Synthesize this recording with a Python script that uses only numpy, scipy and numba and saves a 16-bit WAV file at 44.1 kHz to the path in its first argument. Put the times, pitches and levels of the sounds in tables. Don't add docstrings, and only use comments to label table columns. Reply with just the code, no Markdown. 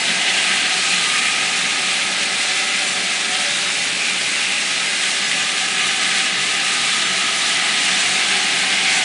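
import sys
import numpy as np
from scipy import signal
from scipy.fft import rfft, irfft
from scipy.io import wavfile
from scipy.ndimage import uniform_filter1d
from numba import njit

SR = 44100
rng = np.random.default_rng(int(sys.argv[2]) if len(sys.argv) > 2 else 0)


def bounce(signal):
    frames = np.transpose(np.atleast_2d(signal))
    limited = np.clip(frames, -1, 1)
    pcm = np.round(limited * 32767).astype(np.int16)
    wavfile.write(sys.argv[1], SR, pcm)


def boost_factor(decibels):
    exponent = np.asarray(decibels, float) / 20
    return 10 ** exponent


N = 398656
TIME = np.arange(N) / SR

# f/Hz, density level/dB
HISS_SPECTRUM = [(900, -18), (1120, -11.5), (1400, -9.5), (1610, -1.5), (1870, -2.5), (2030, 0),
                 (2900, -1.5), (3050, -2), (3600, -2), (4200, -4), (4800, -9), (6000, -14.5), (8000, -24)]
# f/Hz, density level/dB
SPRAY_SPECTRUM = [(4000, -2), (4800, 0.5), (5800, 0.5), (8300, 1), (9600, -2.5), (10400, -3.5)]
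# t/s, hiss level/dB, fine spray level/dB
SLURRY_GULPS = [(.28, 0.6, -1.3), (.47, -0.6, 0.5), (.63, -1.3, -3), (.92, 0.6, 1), (1.3, 0.5, 1.2),
                (1.52, -1.5, -.7), (1.86, 0.4, .6), (2.17, -0.1, -2), (2.6, 0.7, 0.5), (3.05, -0.3, 0),
                (3.56, 0.5, 1), (3.85, 0, 1), (4.02, -0.3, 0), (4.16, -0.9, -1), (4.7, -.6, -1),
                (5.08, 0, 1), (5.21, -.8, -1.4), (5.55, -1, -1.5), (5.82, 1.5, -1), (5.99, -0.3, -1),
                (6.17, 2.5, 1.7), (6.33, -0.8, -3.7), (6.6, 1, -1.2), (6.95, 0.4, 1), (7.49, .5, 1.5),
                (7.6, 0, -1.5), (8.0, 0, 0.5), (8.95, .5, 3)]
# t/s, distance from the phone/m
TOOL_PATH = [(0, 2.02), (.5, 1.83), (1.0, 2.03), (1.35, 1.92), (1.6, 2.06), (2.4, 2.23), (3.05, 2.34),
             (3.55, 2.27), (4.3, 2.24), (5.2, 2.12), (5.7, 2.2), (6.5, 2), (7.2, 1.86), (7.6, 1.9),
             (8.2, 1.61), (8.6, 1.85), (9.04, 1.73)]
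# t/s, gap under the skirt/1, lean of the wand/1, air drawn/1 (all 0 to 1)
HANDS = [(0, .4, 0, 0.95), (.6, 0.7, 0.6, 0.64), (1.3, 0.44, 0.6, 0.42), (1.8, 0.7, 0.27, 0.6),
         (2.5, 0.5, 0.25, 0.5), (3.0, 0.7, 0.2, 0.54), (3.55, 0.3, .1, .35), (4.5, 0.36, 0.4, 0.17),
         (4.85, .55, .35, 0.15), (5.15, 0.45, 0.25, 0.2), (5.6, 1, 0.7, .35), (6.4, 0.88, .97, .5),
         (7.5, 0.83, .97, 0.6), (8.1, 0.46, 0.8, 0.57), (8.6, 0.45, .8, .55), (9.04, 0, .6, .9)]
# f/Hz, width/Hz, level at 2 m/dB
SKIRT_SLOTS = [(2020, 130, -37), (2488, 120, -38.5), (2868, 150, -39)]
# t/s, f/Hz, half length/s, level/dB
GROUT_FLARES = [(.35, 2800, .2, -29.5), (.45, 2480, .08, -28), (.92, 2480, .06, -24), (.92, 4180, .08, -29),
                (1.28, 2450, 0.16, -26), (.22, 4000, .06, -31), (2.48, 4110, .14, -32),
                (2.63, 2030, 0.065, -27.5), (3.57, 3770, 0.13, -28), (4.05, 2410, .08, -27),
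                (4.5, 2670, .15, -30.5), (6.25, 2830, .08, -31), (6.6, 2730, .2, -28.5),
                (7.5, 4220, .3, -34.5), (8.0, 7900, .1, -35), (8.5, 4180, .3, -33.5), (8.9, 2300, .2, -27),
                (8.92, 4400, .1, -31)]
# t/s, f/Hz, half length/s, level/dB
SINGING_NOTES = [(1.12, 1223, 0.14, -29.5), (1.24, 1285, 0.48, -39.5), (2.66, 1285, .2, -36),
                 (.7, 745, 0.64, -42), (2.6, 748, 0.46, -39.5), (1.7, 746, .4, -44.5),
                 (3.1, 580, .8, -44.5), (3.39, 742, 0.092, -31), (6.15, 1255, .2, -33.5),
                 (7.02, 1225, 0.3, -35), (7.8, 1260, 0.16, -41), (6.6, 789, 0.3, -42),
                 (7.65, 778, 0.22, -41.5), (8.35, 817, 0.16, -36.5), (8.8, 184, .25, -46),
                 (8.5, 280, 0.51, -47), (8.3, 385, .6, -44), (.08, 230, 0.1, -42), (7.2, 665, .3, -42.5),
                 (2.6, 2700, 0.033, -28), (8.9, 2060, .2, -29.5)]
# f/Hz, density level/dB
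RUMBLE_SPECTRUM = [(30, -53.5), (90, -27.5), (130, -15), (200, 0), (450, -6.5), (530, -6), (900, -11.5),
                   (1150, -7.5)]
# f/Hz, width/Hz, level/dB
ROOM_MODES = [(135.8, 11.8, -15), (184, 17, -7), (279.2, 8.6, -15.5), (391.6, 78, -7.5)]
# t/s, lowest f/Hz, highest f/Hz, level/dB
SIDE_BURSTS = [(.02, 5130, 6300, -35), (2.89, 6200, 7700, -33), (2.93, 5600, 7700, -36),
               (3.07, 8200, 9700, -37), (4.88, 8200, 9700, -36), (4.88, 4100, 5200, -35),
               (5.25, 4600, 5700, -34), (6.09, 8200, 9700, -35), (7.06, 5130, 6900, -34),
               (7.39, 8200, 9700, -37), (7.39, 6200, 7600, -34), (7.83, 6200, 7660, -35),
               (8.01, 6200, 7700, -31), (8.01, 4120, 5200, -31)]

HISS_DB, SPRAY_DB, RUMBLE_DB = -14, -22.5, -36.5
SPRAY_FALL, RUMBLE_FALL, LOW_FALL = 0.5, 0.34, 0.77
GULP_HALF_S = 0.045
CORE_HZ, CORE_HZ_PER_M, CORE_DRIFT_HZ = 2400, 110, 60
HOLLOW_HZ, HOLLOW_DRIFT_HZ, HOLLOW_WIDTH_HZ = (771, 1253), (5, 9.2), (160, 130)
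LOW_DB, LOW_AIR_DB = -37, 9
HIGH_SHUT_DB, HIGH_OPEN_DB = -44, -33
WAND_HZ, WAND_WIDTH_HZ = (579.3, 667), 51
WAND_DB, WAND_LEAN_DB, WAND_AIR_DB, RUMBLE_AIR_DB = -43, -4.5, 3, 1.5
TOP_HZ = 10335
CEILING = 1.3
FRAME = 2048


def jets():
    fall_db = np.outer([1, SPRAY_FALL], loss_db())
    hiss_db, spray_db = gulps() + [[HISS_DB], [SPRAY_DB]] + fall_db
    core_hz = CORE_HZ + CORE_HZ_PER_M * curves(TOOL_PATH)[0] + CORE_DRIFT_HZ * walk(3)
    surge = walk(18)
    body = colour(spatter(scatter_db=2.0), HISS_SPECTRUM)
    core = svf(body, core_hz, 1300.)
    hiss = boost_factor(hiss_db + 0.27 * surge + 0.49 * walk(40)) * unit(body + 0.18 * core)
    spray = colour(spatter(scatter_db=2.5), SPRAY_SPECTRUM)
    spray = boost_factor(spray_db + 0.51 * surge + 0.36 * walk(24)) * spray
    return patchy(hiss + spray, patchy_db=.7, span_hz=900, span_s=.022)


def spatter(scatter_db):
    strength = np.minimum(rng.exponential(size=N), 5)
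    return unit(rng.standard_normal(N) * boost_factor(scatter_db * strength))


def gulps():
    return sum(np.outer(db, np.exp(-((TIME - s) / GULP_HALF_S) ** 2)) for s, *db in SLURRY_GULPS)


def patchy(x, patchy_db, span_hz, span_s):
    hz, s, cells = signal.stft(x, SR, nperseg=512)
    chance = rng.standard_normal(cells.shape)
    for axis, span in enumerate((span_hz / hz[1], span_s / s[1])):
        size = int(span) + 1
        chance = uniform_filter1d(uniform_filter1d(chance, size, axis=axis), size, axis=axis)
    uneven = signal.istft(cells * boost_factor(patchy_db * unit(chance)), SR)[1][:N]
    return unit(uneven) * np.std(x)


def slots():
    ridges = sum(boost_factor(db + 3.0 * walk(12)) * ring(hz, width) for hz, width, db in SKIRT_SLOTS)
    return boost_factor(loss_db() + 5.5) * ridges


def dome():
    gap, _, air = curves(HANDS)
    low_hz, high_hz = (hz + drift * walk(3.01) for hz, drift in zip(HOLLOW_HZ, HOLLOW_DRIFT_HZ))
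    low_db = LOW_DB + LOW_AIR_DB * air + LOW_FALL * loss_db()
    high_db = HIGH_SHUT_DB + (HIGH_OPEN_DB - HIGH_SHUT_DB) * gap
    low = boost_factor(low_db) * ring(low_hz, HOLLOW_WIDTH_HZ[0])
    high = boost_factor(high_db) * ring(high_hz, HOLLOW_WIDTH_HZ[1])
    return low + high


def singing(notes, width_hz):
    total = np.zeros(N)
    for s, hz, half_s, db in notes:
        swell = np.exp(-((TIME - s) / half_s) ** 2)
        total += boost_factor(db) * swell * ring(hz, width_hz)
    return total


def suction():
    _, lean, air = curves(HANDS)
    upper = np.clip(lean, 0, 1)
    rumble_db = RUMBLE_DB + RUMBLE_FALL * loss_db() + RUMBLE_AIR_DB * air
    wand_db = WAND_DB + WAND_LEAN_DB * upper + WAND_AIR_DB * air + walk(3.2)
    rumble = colour(rng.standard_normal(N), RUMBLE_SPECTRUM)
    modes = sum(boost_factor(db + .8 * walk(3.3)) * ring(hz, width) for hz, width, db in ROOM_MODES)
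    thud = colour(rng.standard_normal(N), [(30, -10.0), (60, -5.0), (110, 9.5)])
    thud = boost_factor(3.5 * walk(26) - 27.5) * thud
    low, high = (ring(hz, WAND_WIDTH_HZ) for hz in WAND_HZ)
    wand = np.sqrt(1 - upper) * low + np.sqrt(upper) * high
    return boost_factor(rumble_db) * (rumble + modes + thud) + boost_factor(wand_db) * wand


def corridor(x, t60, wet_db, dull_hz, count):
    lag = np.arange(int(t60 * SR))
    place = TIME / TIME[-1] * (count - 1)
    wet = np.zeros(N)
    walls = signal.butter(2, dull_hz, fs=SR)
    lead = np.r_[x[len(lag):0:-1], x]
    for spot in range(count):
        echo = rng.standard_normal(len(lag)) * boost_factor(-60 * lag / len(lag))
        echo = signal.lfilter(*walls, echo / np.linalg.norm(echo))
        share = np.cos(np.pi / 2 * np.clip(place - spot, -1, 1))
        wet += share * signal.fftconvolve(lead, echo)[len(lag):][:N]
    return x + boost_factor(wet_db) * wet


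def loss_db():
    return -20 * np.log10(curves(TOOL_PATH)[0])


def ring(hz, width_hz):
    hz = hz + np.zeros(N)
    once = svf(rng.standard_normal(N), hz, 1. * width_hz)
    return unit(svf(once, hz, 1. * width_hz))


@njit
def svf(x, hz, width):
    y, band, low = np.empty(len(x)), 0., 0.
    for i in range(len(x)):
        g, k = np.tan(np.pi * hz[i] / SR), width / hz[i]
        v = (band + g * (x[i] - low)) / (1 + g * (g + k))
        band, low, y[i] = 2 * v - band, low + 2 * g * v, k * v
    return y


def colour(x, points):
    hz, db = np.transpose(points)
    hz = np.r_[hz[0] / 2, hz, hz[-1] * 2]
    db = np.r_[db[0] - 40, db, db[-1] - 40]
    axis = np.log(np.maximum(np.fft.rfftfreq(len(x), 1 / SR), 1))
    return unit(irfft(rfft(x) * boost_factor(np.interp(axis, np.log(hz), db)), len(x)))


def between(x, low_hz, high_hz):
    hz = np.fft.rfftfreq(len(x), 1 / SR)
    return irfft(rfft(x) * ((hz >= low_hz) & (hz < high_hz)), len(x))


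def walk(rate):
    k = int(SR / rate)
    held = np.repeat(rng.standard_normal(N // k + 1), k)
    return unit(uniform_filter1d(uniform_filter1d(held, k), k)[:N])


def curves(table):
    s, *columns = np.transpose(table)
    return [np.interp(TIME, s, c) for c in columns]


def unit(x):
    return x / np.sqrt(np.mean(x ** 2))


def scene():
    tool = jets() + dome() + slots() + singing(GROUT_FLARES, width_hz=330)
    mono = corridor(tool, t60=0.2, wet_db=-6.5, dull_hz=1830, count=9)
    mono = mono + suction() + singing(SINGING_NOTES, width_hz=19.0)
    mono = CEILING * np.tanh(mono / CEILING)
    mono = between(mono, 0, TOP_HZ)
    return np.array([mono, mono])


def dropouts(x, from_hz, share, cut_db):
    hz, s, cells = signal.stft(x, SR, nperseg=FRAME)
    odds = share * np.clip((hz - from_hz) / (TOP_HZ - from_hz), 0, 1)
    seeds = rng.random(cells.shape) < odds[:, None] / 4
    spread = uniform_filter1d(uniform_filter1d(1. 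* seeds, size=4, axis=0), size=2, axis=1)
    return signal.istft(cells * np.where(spread > 1e-3, boost_factor(cut_db), 1), SR)[1][:N]


def low_pass(x):
    return signal.sosfilt(signal.butter(12, 11670, fs=SR, output="sos"), x)


def record(dry):
    side = np.zeros(N + 2 * FRAME)
    for s, low_hz, high_hz, db in SIDE_BURSTS:
        burst = unit(between(rng.standard_normal(FRAME), low_hz, high_hz)) * np.hanning(FRAME) ** 0.64
        start = int(s * SR) + FRAME // 2
        side[start:start + FRAME] += boost_factor(db) * burst
    side = side[FRAME:FRAME + N]
    mono = dropouts(dry[0], from_hz=3500, share=.016, cut_db=-22)
    return low_pass(mono + np.array([side, -side]))


dry = scene()
out = record(dry)
bounce(out)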